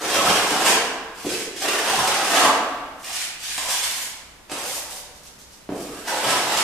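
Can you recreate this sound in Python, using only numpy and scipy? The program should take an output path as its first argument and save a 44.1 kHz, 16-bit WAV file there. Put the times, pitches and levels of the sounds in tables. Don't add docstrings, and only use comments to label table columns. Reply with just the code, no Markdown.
import sys
import numpy as np
from scipy import signal
from scipy.fft import rfft, irfft, next_fast_len
from scipy.io import wavfile
from scipy.ndimage import uniform_filter1d, map_coordinates

SR = 44100
rng = np.random.default_rng(int(sys.argv[2]) if len(sys.argv) > 2 else 0)


def digitize_waveform(pressure):
    field = np.atleast_2d(pressure).T
    bounded = np.clip(field, -1, 1)
    quanta = np.round(bounded * 32767).astype(np.int16)
    wavfile.write(sys.argv[1], SR, quanta)


N = 292383
T = np.arange(N) / SR


def amp(db):
    return 10 ** (np.asarray(db) / 20)


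def unit(x):
    return x / np.sqrt(np.mean(x ** 2) + 1e-20)


def along(points, hz):
    freqs, values = np.transpose(points)
    return np.interp(np.log(hz + 1), np.log(freqs + 1), values)


def filtered(x, response):
    size = x.shape[-1]
    padded = next_fast_len(size + SR // 4)
    hz = np.fft.rfftfreq(padded, 1 / SR)
    return irfft(rfft(x, padded) * response(hz), padded)[..., :size]


def colour(x, spectrum):
    return filtered(x, lambda hz: amp(along(spectrum, hz)))


def wobble(rate):
    return map_coordinates(rng.standard_normal(int(N * rate / SR) + 4), [T * rate])


def swell(start, length, shape=0.51):
    progress = np.clip((T - start) / length, 0, 1)
    return (4 * progress * (1 - progress)) ** shape


def held(start, length, attack_s, release_s):
    touch = np.clip((T - start) / attack_s, 0, 1) * np.clip((start + length - T) / release_s, 0, 1)
    return np.sin(np.pi / 2 * touch) ** 2


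def drift(start, length, db_per_s):
    return amp(db_per_s * (np.clip(T - start, 0, length) - length / 2))


def grit(rate, spread_db):
    size = amp(spread_db * np.clip(rng.standard_normal(N), -2, 2))
    caught = rng.random(N) < rate / SR
    return unit(caught * size * rng.choice([-1, 1], N))


def shifting(x, depth_db):
    bands = signal.stft(x, nperseg=1024)[2]
    swells = uniform_filter1d(rng.standard_normal(bands.shape), size=4, axis=0)
    swells = uniform_filter1d(swells, size=12, axis=1)
    return signal.istft(bands * amp(depth_db * unit(swells)), nperseg=1024)[1][:N]


# frequency in Hz, level in dB.
AIR_TONE = [(20, -6), (32, 2), (43, -13), (57, 5.5), (72, -7.5), (140, -7), (300, -8.5), (1000, -12.5),
            (3000, -19), (8000, -22.5), (14000, -29)]

def still_air(level_db, side_db):
    mid, side = rng.standard_normal((2, N))
    side = amp(side_db) * colour(side, [(60, -4), (200, 1.5), (1000, 5.5), (2500, 7.5)])
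    return amp(level_db) * unit(colour(np.array([mid + side, mid - side]), AIR_TONE))


# frequency in Hz, seconds to fade by 60 dB.
ROOM_FADE = [(100, 1.2), (300, 1.32), (750, 1.17), (1200, 1.18), (2800, 0.92), (4600, 0.8), (8000, 0.63),
             (13000, 0.48)]

def echoes(early_db, early_fade_s, ear_gap_m):
    hz, frame_s, bands = signal.stft(rng.standard_normal((2, SR)), SR, nperseg=256)
    fade = amp(-60 * frame_s / along(ROOM_FADE, hz)[:, None])
    tail = signal.istft(bands * fade, SR, nperseg=256)[1][:, :SR]
    t = np.arange(SR) / SR
    bounces = (rng.random(tail.shape) < 1500 / SR) * rng.choice([-1, 1], tail.shape)
    early = unit(bounces * amp(-60 * t / early_fade_s))
    build_up = 1 - np.exp(-t / 0.0025)
    pair = unit(build_up * (unit(tail) + amp(early_db) * early)) / np.sqrt(SR)
    alike = lambda hz: np.sinc(2 * hz * ear_gap_m / 343) / (1 + (hz / 3000) ** 2)
    return filtered(pair, lambda hz: np.sqrt(np.array([1 + alike(hz), 1 - alike(hz)]) / 2))


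# frequency in Hz, level in dB.
DIRECT_TONE = [(300, 1), (1000, -5), (4000, -6.5)]

def room(x, direct_db, split_hz, spot_count=9):
    def echoed(source):
        answer = echoes(early_db=-7, early_fade_s=0.12, ear_gap_m=0.055)
        return signal.fftconvolve(source[None], answer, axes=1)[:, :N]

    long_waves = filtered(x, lambda hz: split_hz / np.hypot(hz, split_hz))
    short_waves = filtered(x, lambda hz: hz / np.hypot(hz, split_hz))
    shares = np.array([wobble(45) for _ in range(spot_count)])
    shares /= np.linalg.norm(shares, axis=0)
    mid, side = echoed(long_waves) + sum(echoed(share * short_waves) for share in shares)
    mid = mid + amp(direct_db) * colour(x, DIRECT_TONE)
    return np.array([mid + side, mid - side])


# start in seconds, length in seconds, level in dB.
ARM_RUSTLES = [(5.12, 0.086, -47), (5.221, 0.066, -39), (5.381, 0.043, -41.5), (5.487, 0.081, -46)]

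def rustles():
    bright = [(150, -4), (600, -11), (3500, 3), (5500, 6.5), (8500, 4.0), (14000, -3)]
    brush = unit(colour(grit(rate=1500, spread_db=8.0), bright))
    return brush * sum(amp(db) * swell(start, length, shape=0.9) for start, length, db in ARM_RUSTLES)


# frequency in Hz, level in dB.
PLASTER_DAMPING = [(50, -1.5), (130, -8), (600, 10), (1400, 5), (4000, 7), (14000, -26)]

def ring(x, notes):
    def body(hz):
        return sum((-1) ** k * amp(db) * 1j * hz * width / (pitch ** 2 - hz ** 2 + 1j * hz * width)
                   for k, (pitch, width, db) in enumerate(notes))

    return colour(filtered(x, body), PLASTER_DAMPING)


# start in seconds, length in seconds, pitch in Hz, level in dB.
EDGE_SQUEAKS = [(6.053, 0.12, 884, -30), (6.083, 0.072, 540, -30.5)]

def squeaks():
    out = np.zeros(N)
    for start, length, hz, db in EDGE_SQUEAKS:
        pitch = hz * (1 + 0.045 * wobble(180))
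        tone = unit(np.sin(2 * np.pi * np.cumsum(pitch) / SR) * amp(4 * wobble(80)))
        rasp = unit(ring(grit(rate=900, spread_db=-1), [(hz, 70, 0)]))
        out += amp(db) * swell(start, length) * unit(tone + rasp)
    return out


# pitch in Hz, width in Hz, level in dB.
FREE_BLADE_NOTES = [(275, 370, -9), (530, 160, -2.5), (703, 140, 0.5), (875, 77, 4.5), (1000, 95, 6),
                    (1800, 480, 0)]
LOADED_BLADE_NOTES = [(270, 160, -27), (483, 140, -2), (590, 81, 0.5), (746, 84, -1), (923, 100, 2),
                      (1600, 1300, -5.5)]
RELOAD_S = 4.4
# frequency in Hz, level in dB.
SMEAR_TONE = [(200, -48), (900, -17), (1600, -6.5), (2100, -3.5), (2700, -1.5), (4100, -4), (5200, -2.5),
              (7000, -4.5), (8500, -4.5), (11000, -10.5), (14000, -17)]
FIZZ_TONE = [(1500, -24.5), (4000, -3.5), (7500, 0), (10000, -2), (14000, -7)]
# start in seconds, length in seconds,
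# then the levels in dB of steel rub, wet smear and fizz.
KNIFE_WIPES = [(3.374, 0.22, -54, -28, -36), (3.55, 0.18, -36, -30, -33), (3.66, .25, -44, -24.5, -27.5),
               (3.864, .22, -42.5, -32.5, -28.5), (4.474, .165, -35, -31, -51),
               (4.579, 0.23, -39, -34.5, -27.5), (4.849, .17, -42, -40, -31.5)]

def wipes():
    rub, smear, fizz = np.zeros((3, N))
    for start, length, rub_db, smear_db, fizz_db in KNIFE_WIPES:
        touch = held(start, length, attack_s=0.065, release_s=0.054)
        rub += amp(rub_db) * touch
        smear += amp(smear_db) * touch * drift(start, length, db_per_s=-11)
        fizz += amp(fizz_db) * touch * drift(start, length, db_per_s=8)
    slips = amp(2.4 * wobble(90))
    catches = grit(rate=700, spread_db=7.0) * slips
    free = unit(ring(catches, FREE_BLADE_NOTES))
    loaded = unit(ring(catches, LOADED_BLADE_NOTES))
    steel = np.where(T < RELOAD_S, free, loaded)
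    paste = unit(colour(shifting(grit(rate=6000, spread_db=4.0) * slips, depth_db=2.2), SMEAR_TONE))
    film = unit(colour(grit(rate=4000, spread_db=11.5) * slips, FIZZ_TONE))
    return rub * steel + smear * paste + fizz * film


# pitch in Hz, width in Hz, level in dB.
WALL_NOTES = [(140, 16, -31), (208.6, 45, -6.5), (255, 57, -5.5), (315.6, 60, -3), (441, 68, -5),
              (557, 59, -10)]
# time in seconds,
# then the levels in dB of wall thud, steel clack and wet tick.
BLADE_KNOCKS = [(.52, -18.5, -25, -45), (1.248, -17, -36, -42), (1.32, -21, -36, -38),
                (2.426, -20, -23, -38), (3.579, -35, -17.5, -10), (4.497, -46, -23, -25.5),
                (4.517, -22, -19, -15), (5.691, -13.5, -40, -44), (5.722, -14.5, -33, -48),
                (6.559, -24, -27, -36)]

def knocks():
    out = np.zeros(N + SR)
    t = np.arange(SR // 4) / SR
    lead = SR // 100
    push = signal.unit_impulse(len(t), lead)
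    sized = lambda x: x / np.linalg.norm(x) * np.sqrt(SR / 1000)
    cushion = sized(ring(push, [(178, 144, 4.5), (307, 210, 1.5), (564, 250, -6.0)]))
    thud = sized(sized(ring(push, WALL_NOTES)) + amp(3.5) * cushion)
    for start, thud_db, clack_db, tick_db in BLADE_KNOCKS:
        clack = sized(ring(push, FREE_BLADE_NOTES if start < RELOAD_S else LOADED_BLADE_NOTES))
        burst = rng.standard_normal(len(t)) * amp(-60 * t / 0.021)
        tick = sized(colour(np.roll(burst, lead), SMEAR_TONE))
        knock = amp(thud_db) * thud + amp(clack_db) * clack + amp(tick_db) * tick
        out[round(start * SR) - lead:][:len(t)] += knock
    return out[:N]


# start in seconds, length in seconds, level in dB.
RIDGE_BUMPS = [(0.137, 0.13, -42), (0.248, 0.059, -33), (1.947, 0.099, -40), (2.44, 0.042, -43),
               (6.248, 0.113, -40.5)]

def ridges():
    boom = unit(ring(grit(rate=380, spread_db=-0.5), [(136, 65, 4), (188, 45, 2.5)]))
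    return boom * sum(amp(db) * swell(start, length) for start, length, db in RIDGE_BUMPS)


# pitch in Hz, width in Hz, level in dB.
BENT_BLADE_NOTES = [(270, 38, 1.5), (703, 113, -2), (870, 150, -3), (1110, 250, 1.5), (1324, 95, 1)]
# start in seconds, length in seconds, extra grinding in dB,
# extra smear in dB, level of the steel's roar in dB.
HAND_PUSHES = [(0.067, 0.1, 6, 8, -40), (0.138, 0.11, 2, 3.5, -26), (0.238, 0.077, 10, 8.5, -24.5),
               (0.607, 0.14, 5.5, 10, -26), (1.636, 0.032, 5, -4, -26), (2.315, .1, 4, 6, -20.5),
               (2.426, 0.047, 7, 6.5, -14), (6.231, 0.15, 6, 6.5, -28), (6.557, 0.045, 2.5, 8.5, -37)]

def bites():
    chatter = grit(rate=1500, spread_db=2.0) * amp(3.2 * wobble(170))
    roar = unit(ring(chatter, BENT_BLADE_NOTES))
    return roar * sum(amp(db) * swell(start, length) for start, length, _, _, db in HAND_PUSHES)


# start in seconds, length in seconds,
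# pressure in dB, its change in dB per second, judder in dB compared with the pressure.
TROWEL_STROKES = [(-.02, 0.77, -26.5, 2, -7), (1.596, 0.87, -24.5, 5, -12.5), (6.03, .635, -27, 1.5, -12)]
# start in seconds, length in seconds,
# then the levels in dB of grinding, wet smear and fizz.
LIGHT_GLIDES = [(1.141, 0.14, -50.5, -35, -39), (1.232, .22, -42, -27, -37), (1.538, 0.14, -46, -28, -44),
                (2.97, .11, -58, -50, -42), (3.022, 0.1, -40.5, -31, -40), (3.092, 0.17, -47, -25.5, -34.5),
                (5.692, 0.18, -48, -43.5, -42), (5.814, 0.26, -41, -44.5, -41.5)]
# start in seconds, length in seconds, level in dB.
LANDING_SHUDDERS = [(1.242, 0.056, -29.5), (1.3, .09, -39), (5.735, 0.084, -39)]

def trowel_contact():
    dig_db = sum(db * swell(start, length, shape=0.75) for start, length, db, _, _ in HAND_PUSHES)
    squeeze_db = sum(db * swell(start, length, shape=0.89) for start, length, _, db, _ in HAND_PUSHES)
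    release_s, trail_db, trail_fade_db_per_s = 0.022, -8.5, 34
    judder, grinding, smear, fizz = np.zeros((4, N))
    for start, length, db, db_per_s, judder_db in TROWEL_STROKES:
        pressure = amp(db) * drift(start, length, db_per_s)
        edge = pressure * held(start, length, attack_s=0.047, release_s=release_s)
        lifted_s = T - (start + length - release_s)
        trail = pressure * (lifted_s > 0) * amp(trail_db - trail_fade_db_per_s * np.abs(lifted_s))
        judder += edge * amp(judder_db + 0.5 * dig_db)
        grinding += edge * amp(dig_db - 0.13) + trail
        smear += edge * amp(squeeze_db + 0.3) + amp(-14) * trail
    for start, length, grind_db, smear_db, fizz_db in LIGHT_GLIDES:
        touch = swell(start, length, shape=0.76)
        grinding = np.hypot(grinding, amp(grind_db) * touch)
        smear = np.hypot(smear, amp(smear_db) * touch)
        fizz = np.hypot(fizz, amp(fizz_db) * touch)
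    judder += sum(amp(db) * swell(start, length) for start, length, db in LANDING_SHUDDERS)
    return judder, grinding, smear, fizz


# frequency in Hz, level in dB.
GRIND_TONE = [(90, -34), (200, -19), (300, -14), (570, -8.5), (760, 1), (900, -2), (1150, -4.5), (1600, -4),
              (2200, -11), (2900, -7.5), (4200, -17), (8000, -29.5), (14000, -24)]

def strokes():
    judder, grinding, smear, fizz = trowel_contact()
    slips = amp(3.6 * wobble(130) + 0.11 * wobble(25))
    drum = unit(ring(grit(rate=500, spread_db=6.0) * slips, WALL_NOTES))
    sand = unit(colour(shifting(grit(rate=3200, spread_db=4.5) * slips, depth_db=2.5), GRIND_TONE))
    paste = unit(colour(shifting(grit(rate=5000, spread_db=3.0) * slips, depth_db=1.2), SMEAR_TONE))
    film = unit(colour(grit(rate=5000, spread_db=7.5) * slips, FIZZ_TONE))
    return judder * drum + grinding * sand + smear * paste + fizz * film


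def scene():
    work = strokes() + bites() + ridges() + wipes() + knocks() + squeaks() + rustles()
    return amp(-0.98) * room(work, direct_db=-2.0, split_hz=437) + still_air(level_db=-49, side_db=-7.5)


# frequency in Hz, left level minus right level in dB.
LEFT_RIGHT_BALANCE = [(100, 0), (400, -0.7), (1000, -0.5), (2000, -0.8), (4000, -2), (8000, -2),
                      (12000, 1.3)]

def record(dry):
    top_hz = 14350
    lean = lambda hz: amp(np.outer([0.5, -0.5], along(LEFT_RIGHT_BALANCE, hz)))
    return filtered(dry, lambda hz: lean(hz) * (hz < top_hz))


dry = scene()
out = record(dry)
digitize_waveform(out)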